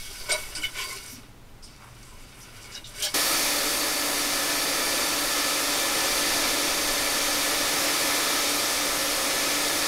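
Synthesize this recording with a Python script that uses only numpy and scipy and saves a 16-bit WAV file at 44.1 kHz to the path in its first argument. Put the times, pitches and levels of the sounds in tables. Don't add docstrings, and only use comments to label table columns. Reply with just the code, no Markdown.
import sys
import numpy as np
from scipy import signal
from scipy.fft import rfft, irfft
from scipy.io import wavfile

SR = 44100
rng = np.random.default_rng(int(sys.argv[2]) if len(sys.argv) > 2 else 0)


def transcribe(signal):
    frames = np.atleast_2d(signal).T
    limited = np.clip(frames, -1, 1)
    pcm = np.round(limited * 32767).astype(np.int16)
    wavfile.write(sys.argv[1], SR, pcm)


def to_linear_factor(level_db):
    exponent = np.asarray(level_db, float) / 20
    return 10 ** exponent


N = 435266
HZ = np.fft.rfftfreq(N, 1 / SR) + 1e-3
CUT_S = 3.1405

# (frequency [Hz], width [Hz], level [dB])
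TIN_MODES = [(402, 30, 4.5), (600, 39, 1), (988, 20, -1.5), (1500, 55, -4), (2220, 27, 5.5),
             (2830, 65, -10), (3190, 21, -14), (3460, 24, -13), (3870, 23, -4), (4350, 67, -4.5),
             (4670, 26, 3), (5060, 59, 1), (5600, 100, -11.5), (5880, 42, -4), (6100, 18, -15),
             (7100, 47, -8), (7030, 31, -38), (7550, 57, -23), (7860, 18, -32), (8070, 34, -16),
             (8100, 25, -2), (8800, 15, 3), (8950, 50, -17), (9900, 17, -8)]


def rms_one(x):
    return x / np.sqrt(np.mean(x ** 2) + 1e-20)


def in_time(rows):
    s, *columns = np.transpose(rows)
    return [np.interp(np.arange(N) / SR, s, column) for column in columns]


def colour(points):
    hz, level_db = np.transpose(points)
    return to_linear_factor(np.interp(np.log(HZ), np.log(hz), level_db))


def band(low_hz, high_hz, order=6):
    return 1 / np.sqrt((1 + (low_hz / HZ) ** (2 * order)) * (1 + (HZ / high_hz) ** (2 * order)))


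def mode(hz, width_hz):
    return 1 / (1 + 1j * (HZ - hz ** 2 / HZ) / width_hz)


def through(x, response):
    return irfft(rfft(x) * response, N)


def resonate(x, hz, width_hz):
    r = np.exp(-np.pi * width_hz / SR)
    zeros = (1 - r * r) / 2 * np.array([1, 0, -1])
    poles = [1, -2 * r * np.cos(2 * np.pi * hz / SR), r * r]
    return signal.lfilter(zeros, poles, x)


def drift(rate_hz):
    return rms_one(through(rng.standard_normal(N), 1 / (1 + (HZ / rate_hz) ** 2) * (HZ > 0.05)))


def grains(per_s, spread_db):
    sizes = to_linear_factor(spread_db * np.minimum(rng.exponential(1, N), 5)) * rng.choice([-1, 1], N)
    return rms_one(sizes * (rng.random(N) < per_s / SR))


def box(t60, low_hz, wall_share):
    echoes = rng.standard_normal(N) * to_linear_factor(-60 * np.arange(N) / SR / t60)
    absorbing = band(low_hz, 30000, order=2)
    wash = rfft(echoes / np.sqrt(np.sum(echoes ** 2))) * absorbing
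    return (1 + wall_share * wash) / np.sqrt(1 + (wall_share * absorbing) ** 2)


def rubbing():
    # (time [s], pressure as level [dB], sliding speed as treble tilt [dB])
    grip = [(0.0, -46.5, 6), (0.287, -45, 0), (0.294, -36.5, -5.5), (0.44, -44.5, 0), (0.69, -46.5, -2.5),
            (0.71, -49.5, 3), (0.8, -42, 1), (0.98, -46, 1.5), (1.16, -51, 1), (1.22, -55.5, -1),
            (1.37, -69, -3), (1.62, -67, -4), (1.8, -59, 0.5), (2.44, -53, -0.5), (2.79, -50, -2.5),
            (2.84, -59.5, -1), (3.02, -41.5, 1.5), (3.135, -45.5, 1)]
    edges_hz = [300, 1300, 3500, 6200, 11000, 15600]
    # (level at mean pressure [dB], share of pressure swing [dB/dB], share of tilt [dB/dB])
    friction = [
        (-53, 0.71, -1.1),
        (-49.5, 0.94, -0.45),
        (-53.5, 1, 1.1),
        (-51, 1.1, 0.6),
        (-63, 1.44, 0.98),
    ]
    mean_grip_db = -50
    grip_db, tilt_db = in_time(grip)
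    swing_db = grip_db - mean_grip_db

    scratch = through(grains(9000, spread_db=1.0), 1 / (1 + 1j * HZ / 7000))
    ringing = np.zeros(N)
    for hz, width, db in TIN_MODES:
        ringing += to_linear_factor(db + 4 * drift(7)) * through(scratch, mode(hz, width))
    ring_db = np.minimum(-6.5 + 0.78 * swing_db, 4) - 2
    contact = rms_one(scratch) + to_linear_factor(ring_db) * rms_one(ringing)

    out = np.zeros(N)
    notch = 1 - 0.5 * mode(7060, 1300)
    for (db, follows, tilts), low, high in zip(friction, edges_hz, edges_hz[1:]):
        level_db = db + follows * swing_db + tilts * tilt_db
        roughness_db = 2.05 * drift(32) - 2.5
        out += to_linear_factor(level_db + roughness_db) * rms_one(through(contact, band(low, high) * notch))
    return out


def contacts():
    # (time [s], level [dB], frequency [Hz], hold [s])
    rings = [(.0, -51, 3270, .11), (.289, -44, 1500, .024), (0.316, -25.5, 8770, 0.0074),
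             (.317, -28, 630, 0.0058), (0.318, -30, 3870, .013), (0.315, -32, 5600, .006),
             (0.331, -35, 2237, .017), (0.557, -44, 1500, .01), (0.565, -46, 312, 0.035),
             (.567, -43, 2270, .01), (0.569, -46, 2970, .012), (0.618, -33, 2990, .037),
             (.631, -33.5, 2200, 0.022), (0.627, -39, 1500, 0.011), (.64, -41, 3500, .025),
             (0.749, -46, 1052, 0.18), (0.768, -40.5, 2280, 0.023), (.771, -56, 400, 0.2),
             (0.897, -41, 2090, 0.019), (1.11, -48.5, 244, .09), (2.054, -61, 1010, .095),
             (2.734, -47, 1630, 0.031), (2.745, -47, 2870, .03), (2.753, -39, 3840, 0.019),
             (3.008, -39, 1673, 0.065), (3.015, -38, 8800, .038), (3.017, -32, 3190, 0.037),
             (3.023, -44.5, 598, 0.041), (3.024, -45, 820, .045), (3.05, -33, 5480, 0.017)]
    # (time [s], level [dB], frequency [Hz], hold [s], t60 [s])
    skids = [(.291, -36, 3380, 0.042, .04), (.292, -34.5, 8000, .032, .04), (.316, -24, 4500, .003, .05),
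             (.549, -36.5, 8500, .025, .09), (.55, -34.5, 4800, 0.018, .12), (.78, -37.5, 3100, 0.056, .08),
             (1.077, -47.5, 5700, 0.072, .15), (1.625, -47.5, 5150, .018, 0.34),
             (1.632, -49.5, 8500, .015, .2), (1.66, -59, 3200, .03, .1), (2.032, -57, 7900, .08, .1),
             (2.406, -50, 5770, .03, .15), (2.749, -38, 5100, .009, .06), (2.842, -39, 3620, .006, 0.19),
             (2.999, -34.5, 3140, .06, .05), (3.025, -33, 4050, .036, .08), (3.062, -36, 4000, .012, .08)]
    # (time [s], level [dB], frequency [Hz], hold [s])
    scrapes = [(.291, -34, 5000, 0.026), (.316, -40, 6000, .03), (0.321, -25, 5000, .004),
               (0.366, -43, 9000, .06), (0.55, -43, 2500, .03), (0.613, -40, 7000, 0.031),
               (.63, -43, 13500, .03), (0.631, -36, 2600, .026), (0.748, -37, 2000, 0.086),
               (0.764, -42, 7000, 0.084), (0.774, -41, 3070, .057), (0.797, -36, 3000, .001),
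               (0.883, -43.5, 5500, .08), (1.062, -35, 7500, .001), (1.098, -46, 12000, .04),
               (1.636, -57, 4000, 0.12), (1.782, -51.5, 895, .1), (2.028, -46, 4800, .004),
               (2.18, -57, 7000, .06), (2.385, -53, 10000, .04), (2.61, -49, 5000, 0.045),
               (2.718, -43.5, 4500, 0.05), (2.844, -49, 5000, 0.033), (2.869, -49, 8000, .03),
               (2.94, -55, 3000, .04), (3.021, -32, 6000, .043), (3.022, -35, 13000, 0.032),
               (3.023, -24, 5500, 0.0022), (3.024, -32, 3300, 0.046)]
    touches = [(s, db, hz, 14 + 0.018 * hz, hold, 0.075) for s, db, hz, hold in rings]
    touches += [(s, db, hz, 0.15 * hz, hold, t60) for s, db, hz, hold, t60 in skids]
    touches += [(s, db, hz, 0.6 * hz, hold, 0.012 + 1.4 * hold) for s, db, hz, hold in scrapes]
    return touches


def slips():
    out, age, touches = np.zeros(N), np.arange(SR // 2) / SR, contacts()
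    size = (len(touches), len(age))
    draws = rng.standard_normal(size) * to_linear_factor(2.6 * rng.exponential(1, size))
    for (s, level_db, hz, width, hold, t60), scratch in zip(touches, draws):
        onset = np.tanh(age / (0.04 * hold + 1e-4))
        shape = to_linear_factor(level_db - 60 * np.maximum(age - hold, 0) / t60) * onset
        sound = resonate(shape * scratch, hz, width)
        sound = resonate(sound, hz, min(5.2 * width, 12000))
        push_rms = np.sqrt(np.mean(shape ** 2))
        out[round(s * SR):][:len(age)] += rms_one(sound) * push_rms
    shell = sum(to_linear_factor(db) * mode(hz, width) for hz, width, db in TIN_MODES)
    return through(out, 0.9 + 0.5 * shell)


def workshop():
    # (frequency [Hz], level per Hz [dB])
    room_tone = [(12, -32), (20, 2), (70, -15), (106, -9.5), (144, -18), (175, -17), (266, -17), (404, -22),
                 (439, -24.5), (834, -26.5), (15500, -43.5)]
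    tone = to_linear_factor(-49) * rms_one(through(rng.standard_normal(N), colour(room_tone)))
    whine = to_linear_factor(-71) * rms_one(through(rng.standard_normal(N), mode(820, 9.4)))
    hum = to_linear_factor(-58) * rms_one(through(rng.standard_normal(N), mode(122.3, 9.2)))
    return tone + whine + hum


def sway():
    # (time [s], level [dB])
    air_motion = [(0.0, -40), (0.66, -43), (1.04, -53.5), (2.69, -61), (3.38, -44), (4.15, -49),
                  (4.89, -48), (5.77, -48.5), (6.87, -42.5), (8.33, -52), (8.96, -44), (9.87, -50)]
    white = rng.standard_normal(N)
    slow = rms_one(through(white, band(2.5, 19.5, order=2)))
    throb = rms_one(through(white, band(12, 24, order=2)))
    return to_linear_factor(in_time(air_motion)[0] - 1) * np.where(np.arange(N) < CUT_S * SR, slow, throb)


def jet():
    # (frequency [Hz], level per Hz [dB])
    spectrum = [(35, -53), (60, -17.5), (215, -13.5), (291, -4), (376, -7.5), (572, -3.5), (627, -4.5),
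                (1070, -6.5), (1290, -6), (1590, -9), (1740, -5.5), (2840, -11), (4740, -7.5), (12600, -11),
                (15500, -17)]
    # (frequency [Hz], width [Hz], lift [dB])
    resonances = [(20, 4, 5), (91.5, 6.9, 5.5), (120, 5.3, 2.5), (159, 13.5, 5), (254, 17, 3.5),
                  (285, 33, 3), (332.5, 11, 5.5), (400, 10, 3), (444, 14, 4.5), (541, 19, 6), (565, 25, -3),
                  (630, 20, -3.5), (674, 28, 3), (802, 23, 4.5), (990, 3.9, 8.5), (1287, 105, 5),
                  (1746, 43, 1.5), (2070, 33, 4.5), (2230, 48, 3), (2340, 45, 3), (3700, 360, 1.5),
                  (4500, 140, 0.5), (9460, 28, 7.5), (10090, 48, 5), (11000, 28, 1)]
    # (time [s], flow about its mean [dB])
    flow = [
        (3.15, 0),
        (4.0, -2),
        (4.93, -0.5),
        (5.62, -0.25),
        (6.44, 1),
        (6.55, 0),
        (8.18, 0.8),
        (8.97, -.5),
        (9.87, 0.6),
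    ]
    # (mean level [dB], share of flow swing [dB/dB], surplus of the jet before it meets the shell [dB], fade [s])
    parts = [
        (-29.5, 0.84, 3, 0.07),
        (-28.5, 0.98, 2, 0.41),
        (-33, 0.73, 4, 0.98),
    ]
    part_bands = (band(10, 2480), band(2575, 6590), band(8700, 16400))

    lift = 1 + sum((to_linear_factor(db) - 1) * mode(hz, width) for hz, width, db in resonances)
    air = rng.standard_normal((2, N)) + 0.2 * grains(5000, spread_db=2.0)
    pose = np.pi / 4 * (1 + np.tanh(0.81 * drift(0.2)))
    moved = np.cos(pose) * through(air[0], box(0.21, 4700, wall_share=0.43))
    moved += np.sin(pose) * through(air[1], box(0.21, 4700, wall_share=0.43))
    sound = through(moved, box(0.35, 700, wall_share=0.3) * colour(spectrum) * lift)

    out = np.zeros(N)
    flutter_db = 0.073 * drift(1.9)
    flow_db = in_time(flow)[0]
    since_s = np.maximum(np.arange(N) / SR - CUT_S, 0)
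    for (db, follows, surplus_db, fade_s), part_band in zip(parts, part_bands):
        level_db = db + follows * flow_db + surplus_db * np.exp(-since_s / fade_s)
        level_db += flutter_db + 0.36 * drift(5.4) - 1.44
        out += to_linear_factor(level_db) * rms_one(through(sound, part_band))
    return out


def panel():
    # (frequency [Hz], width [Hz], nearest time [s], level then [dB], loss per second away [dB/s])
    panels = [(4500, 720, 3.06, -36, 14), (4574, 260, 9.4, -44, -1), (3640, 200, 8.1, -43.5, 0.5),
              (13600, 1800, 3.4, -43, 7), (8700, 130, 9.4, -43.5, 4.5), (9780, 150, 5, -47, 1.5),
              (12300, 500, 4.6, -50, 6.5), (8500, 930, 4.9, -42.5, 0.5), (10680, 150, 7.1, -52, -1)]
    now = np.arange(N) / SR
    out = np.zeros(N)
    for hz, width, s, db, loss_db in panels:
        ringing = rms_one(through(rng.standard_normal(N), mode(hz, width) ** 2))
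        out += to_linear_factor(db - loss_db * np.abs(now - s)) * ringing
    return out


def motor():
    # (order of the shaft rate [1], level [dB])
    orders = [(1, -43), (2, -44), (5, -56), (6, -43), (12, -50), (18, -47), (22, -52), (24, -54), (25, -59),
              (36, -59)]
    shaft_hz = 290.87 + 0.07 * drift(0.48)
    phase = 2 * np.pi * np.cumsum(shaft_hz) / SR
    out = np.zeros(N)
    for order, db in orders:
        level = np.sqrt(2) * to_linear_factor(db + 1.3 * drift(5))
        out += level * np.sin(order * phase + rng.uniform(0, 6))
    return out


def scene():
    after = np.clip((np.arange(N) / SR - CUT_S) / 0.0013, 0, 1)
    bench = through(rubbing() + slips(), box(0.13, 900, wall_share=0.6)) + workshop()
    air = sway()
    cabinet = jet() + panel() + motor()
    mono = (1 - after) * bench + after * cabinet + air
    return np.array([mono, mono])


def roll_off(x):
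    return signal.sosfilt(signal.butter(12, 15790, fs=SR, output="sos"), x)


def record(dry):
    limited = np.array([through(channel, band(1, 15745, order=300)) for channel in dry])
    return roll_off(limited)


dry = scene()
out = record(dry)
transcribe(out)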